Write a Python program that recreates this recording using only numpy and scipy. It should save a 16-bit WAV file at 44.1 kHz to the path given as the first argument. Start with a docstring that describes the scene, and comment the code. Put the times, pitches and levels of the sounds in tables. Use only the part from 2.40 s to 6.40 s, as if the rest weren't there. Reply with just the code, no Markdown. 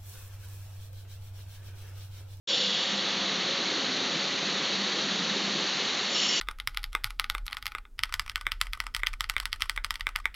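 """Glass-working machine idling

Coolant rushes and patters over a motor rumble with a few wavering hums, and a jet of spray dies away.
A sharper, ringing hiss from the tool head fades in the first second and returns near the end.
The sound switches on just after the start, and a gain control gently turns down the loud moments."""
import sys
import numpy as np
from scipy import signal
from scipy.fft import rfft, irfft
from scipy.io import wavfile
from scipy.ndimage import uniform_filter1d

SR = 44100
rng = np.random.default_rng(int(sys.argv[2]) if len(sys.argv) > 2 else 0)


def wav_record(signal):
    """Record a signal, one row per channel, as 16-bit PCM in the file named by sys.argv[1]."""
    frames = np.transpose(np.atleast_2d(signal))
    bounded = np.clip(frames, -1, 1)
    # unit amplitude maps onto the largest positive 16-bit level
    quanta = np.round(bounded * 32767).astype(np.int16)
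    wavfile.write(sys.argv[1], SR, quanta)


N = 176400  # 4 seconds
TIME = np.arange(N) / SR
FREQS = np.fft.rfftfreq(N, 1 / SR)


def amp(db):
    """Turn decibels into a number to multiply by."""
    return 10 ** (np.asarray(db) / 20)


def unit(x):
    """Scale a signal to an average strength (rms) of 1."""
    return x / np.sqrt(np.mean(x ** 2) + 1e-20)


def level(points):
    """Join (seconds, dB) points into a volume curve."""
    return amp(np.interp(TIME, *np.transpose(points)))


def colour(x, spectrum):
    """Shape a sound's lows and highs with (Hz, dB) points, then scale it to strength 1."""
    hz, db = np.transpose(spectrum)
    gain = amp(np.interp(np.log(FREQS + 1), np.log(hz), db))
    return unit(irfft(rfft(x) * gain, N))


def drift(rate_hz):
    """A smooth random wobble; a higher rate makes it quicker."""
    return unit(irfft(rfft(rng.standard_normal(N)) * np.exp(-(FREQS / rate_hz) ** 2), N))


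def turbulence(spectrum, patchy_db, flicker_db):
    """Churning noise: small patches of it swell and dip, and the whole sound flickers."""
    _, _, grid = signal.stft(rng.standard_normal(N), SR, nperseg=512, noverlap=384)
    patches = uniform_filter1d(rng.standard_normal(grid.shape), size=9, axis=0)  # blur across pitch
    patches = unit(uniform_filter1d(patches, size=12, axis=1))  # blur across time
    noise = signal.istft(grid * amp(patchy_db * patches), SR, nperseg=512, noverlap=384)[1][:N]
    return colour(noise * amp(flicker_db * drift(rate_hz=45)), spectrum)


def resonances(modes):
    """Fuzzy whistles: noise ringing in narrow bands."""
    out = np.zeros(N)
    for hz, width, db in modes:
        band = rfft(rng.standard_normal(N)) / (1 + ((FREQS - hz) / width) ** 2)
        out += amp(db) * unit(irfft(band, N))
    return out


def tone(hz, wander_hz, shake_db, shake_hz):
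    """A tone whose pitch and strength waver at random."""
    turns = np.cumsum(hz + wander_hz * drift(rate_hz=11.6)) / SR
    return unit(np.sin(2 * np.pi * turns) * amp(shake_db * drift(shake_hz)))


# The rumble's lows and highs. Each row: frequency in Hz, relative level in dB.
RUMBLE_SPECTRUM = [(25, -57.5), (42, -50.5), (64, -32), (80, -25.5), (100, -20.5), (135, -8), (168, 0),
                   (210, -0.5), (290, 0.5), (390, 1), (455, -3), (530, 0), (620, -9), (900, -25),
                   (2000, -70)]
# How loud the rumble and the main hum are. Each row: time in seconds, level in dB.
RUMBLE_LEVEL = [(0.1, -44), (0.6, -41.3), (1.1, -39.5), (1.6, -39.5), (2.1, -39.5), (2.8, -39), (3.4, -41),
                (3.95, -41)]
HUM_LEVEL = [(0.1, -66), (0.27, -42.5), (0.45, -61), (0.51, -39), (0.62, -37.5), (0.76, -45.5), (0.95, -47),
             (1.05, -59), (1.58, -52.5), (1.68, -41), (1.8, -47), (2.04, -57), (2.13, -40), (2.25, -55),
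             (2.42, -40), (2.58, -49), (2.68, -42), (2.9, -44.5), (3.17, -40.5), (3.26, -49), (3.66, -53),
             (3.77, -43), (3.92, -46.5), (3.98, -65)]
# Tones of the drive. Each row: middle in seconds, half length in seconds, pitch in Hz, level in dB.
DRIVE_TONES = [(0.16, 0.24, 486, -45.5), (0.22, 0.3, 516.3, -47.5), (0.13, 0.12, 558, -44),
               (0.7, 0.35, 535, -48.5), (1.108, 0.091, 553, -43), (1.558, 0.22, 263.8, -43.5),
               (1.816, 0.17, 557.5, -47.5), (2.2, 4, 555.7, -53.5), (2.78, 0.31, 220.7, -45),
               (2.84, 0.12, 181, -46)]


def motors():
    """The motor and pump rumble, a hum throbs, and drive tones swell and fade."""
    out = level(RUMBLE_LEVEL) * turbulence(RUMBLE_SPECTRUM, patchy_db=1.0, flicker_db=1.24)
    out += level(HUM_LEVEL) * tone(hz=198.7, wander_hz=2.4, shake_db=3, shake_hz=32)
    for middle, half_length, hz, db in DRIVE_TONES:
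        swell = amp(db) * np.exp(-((TIME - middle) / half_length) ** 2)
        out += swell * tone(hz, wander_hz=4, shake_db=2.5, shake_hz=27)
    return out


# The spray's lows and highs. Each row: frequency in Hz, relative level in dB.
JET_SPECTRUM = [(500, -52), (2400, -24.5), (2850, -2.5), (3450, 0), (3800, 2), (4150, -5), (4500, 0),
                (5000, -14.5), (7500, -37.5)]
# Where the jet rings. Each row: pitch in Hz, width in Hz, relative level in dB.
JET_RINGS = [(3020, 90, -11.5), (3335, 40, -6), (3506, 60, -4.5)]


def jet():
    """A bright, ringing jet of spray holds briefly, then fades evenly into the rush."""
    start_db, hold_s, fade_db_per_s = -30.5, 0.18, 17
    fade_db = fade_db_per_s * np.maximum(TIME - hold_s, 0)
    spray = turbulence(JET_SPECTRUM, patchy_db=0.6, flicker_db=0.3)
    return amp(start_db - fade_db) * (spray + resonances(JET_RINGS))


# The tool head's hiss. 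Each row: frequency in Hz, relative level in dB.
HISS_SPECTRUM = [(300, -46), (1800, -25.5), (2500, -6), (3200, 3), (4200, -11.5), (4800, -8.5),
                 (5600, -6.5), (6400, -6.5), (7200, -7.5), (7600, -22.5)]
# Where the head rings. Each row: pitch in Hz, width in Hz, relative level in dB.
HEAD_RINGS = [(2174, 25, -12.5), (2898, 55, 0.5), (3350, 140, -8), (3530, 70, -8), (4530, 95, -2.5),
              (5930, 170, -10), (7070, 100, -6.5)]
# How the hiss and ringing fade and return. Each row: time in seconds, relative level in dB.
HEAD_LEVEL = [(0.12, -4.5), (0.3, -11.5), (0.55, -13.5), (0.85, -28), (2.2, -21.5), (3.69, -14.5),
              (3.73, -4), (3.8, -1.5), (3.88, -0.8), (4.0, 1)]
# How loud the shrill whistle is. Each row: time in seconds, level in dB.
WHISTLE_LEVEL = [(0.12, -39), (0.3, -46.5), (0.55, -50), (0.85, -61), (3.69, -57), (3.75, -37),
                 (3.82, -35.5), (3.87, -38), (3.905, -30), (3.94, -40), (4.0, -37)]


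def tool_head():
    """The tool head hisses and rings, with a shrill whistle that flares and eases."""
    hiss = amp(-31) * turbulence(HISS_SPECTRUM, patchy_db=0.7, flicker_db=0.3)
    ring = amp(-32) * unit(resonances(HEAD_RINGS))
    core = tone(hz=5370, wander_hz=38.1, shake_db=4, shake_hz=110)
    fuzz = resonances([(5430, 97, 2)])  # pitch in Hz, width in Hz, dB above the core
    whistle = level(WHISTLE_LEVEL) * unit(core + fuzz)
    return level(HEAD_LEVEL) * (ring + hiss) + whistle


# The rush of coolant and machine air. Each row: frequency in Hz, relative level in dB.
RUSH_SPECTRUM = [(350, -42.5), (600, -6.5), (700, -4.5), (930, -7.5), (1220, -4.5), (1450, -6.5),
                 (1950, -3.5), (2400, -6), (3080, -2.5), (3600, -1.5), (3950, 1.2), (4500, -1.5),
                 (4830, -11.5), (5200, -12), (6100, -10), (6800, -16), (7300, -23.5), (7600, -22)]
# Thin whistles in the rush. 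Each row: pitch in Hz, width in Hz, level in dB at full flow.
RUSH_WHISTLES = [(6160, 30, -55), (6710, 23, -56)]
# How the rush swells and eases. Each row: time in seconds, level in dB compared with full flow.
RUSH_LEVEL = [(0.1, -3.5), (0.5, -1.5), (0.9, 0), (1.8, -0.37), (2.6, -0.1), (3.5, 0), (3.95, -1.5)]


def coolant():
    """Churning coolant rushes, with the patter of many tiny drops and faint whistles."""
    drops_per_s, drop_spread_db, drop_share, low_cut_hz = 3500, 2, 0.12, 628
    hits = (rng.random(N) < drops_per_s / SR) * rng.choice([-1., 1.], N)
    sizes = amp(drop_spread_db * np.minimum(rng.exponential(1, N), 4))
    drops = colour(hits * sizes, RUSH_SPECTRUM)
    flow = turbulence(RUSH_SPECTRUM, patchy_db=0.47, flicker_db=0.5)
    rush = np.sqrt(1 - drop_share) * flow + np.sqrt(drop_share) * drops
    rush = signal.sosfilt(signal.butter(4, low_cut_hz, "high", fs=SR, output="sos"), rush)
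    return level(RUSH_LEVEL) * (amp(-30) * unit(rush) + resonances(RUSH_WHISTLES))


def scene():
    """Add up all the sources, the same on the left and right."""
    mono = coolant() + motors() + tool_head() + jet()
    return np.array([mono, mono])


def record(dry):
    """Turn down the loud moments, switch the sound on in two steps, and cut the highest treble."""
    threshold_db, cut_per_db, top_hz = -27.5, 0.22, 7440
    power = uniform_filter1d((dry ** 2).mean(0), size=4000)
    excess_db = np.maximum(10 * np.log10(abs(power) + 1e-12) - threshold_db, 0)
    evened = dry * amp(-cut_per_db * excess_db)
    opening = np.interp(TIME, [0.073, 0.077, 0.085, 0.089], [0, amp(-8), amp(-8), 1])
    treble_cut = signal.firwin(601, top_hz, window=("kaiser", 9), fs=SR)
    return signal.oaconvolve(evened * opening, treble_cut[None], "same")


dry = scene()
out = record(dry)
wav_record(out)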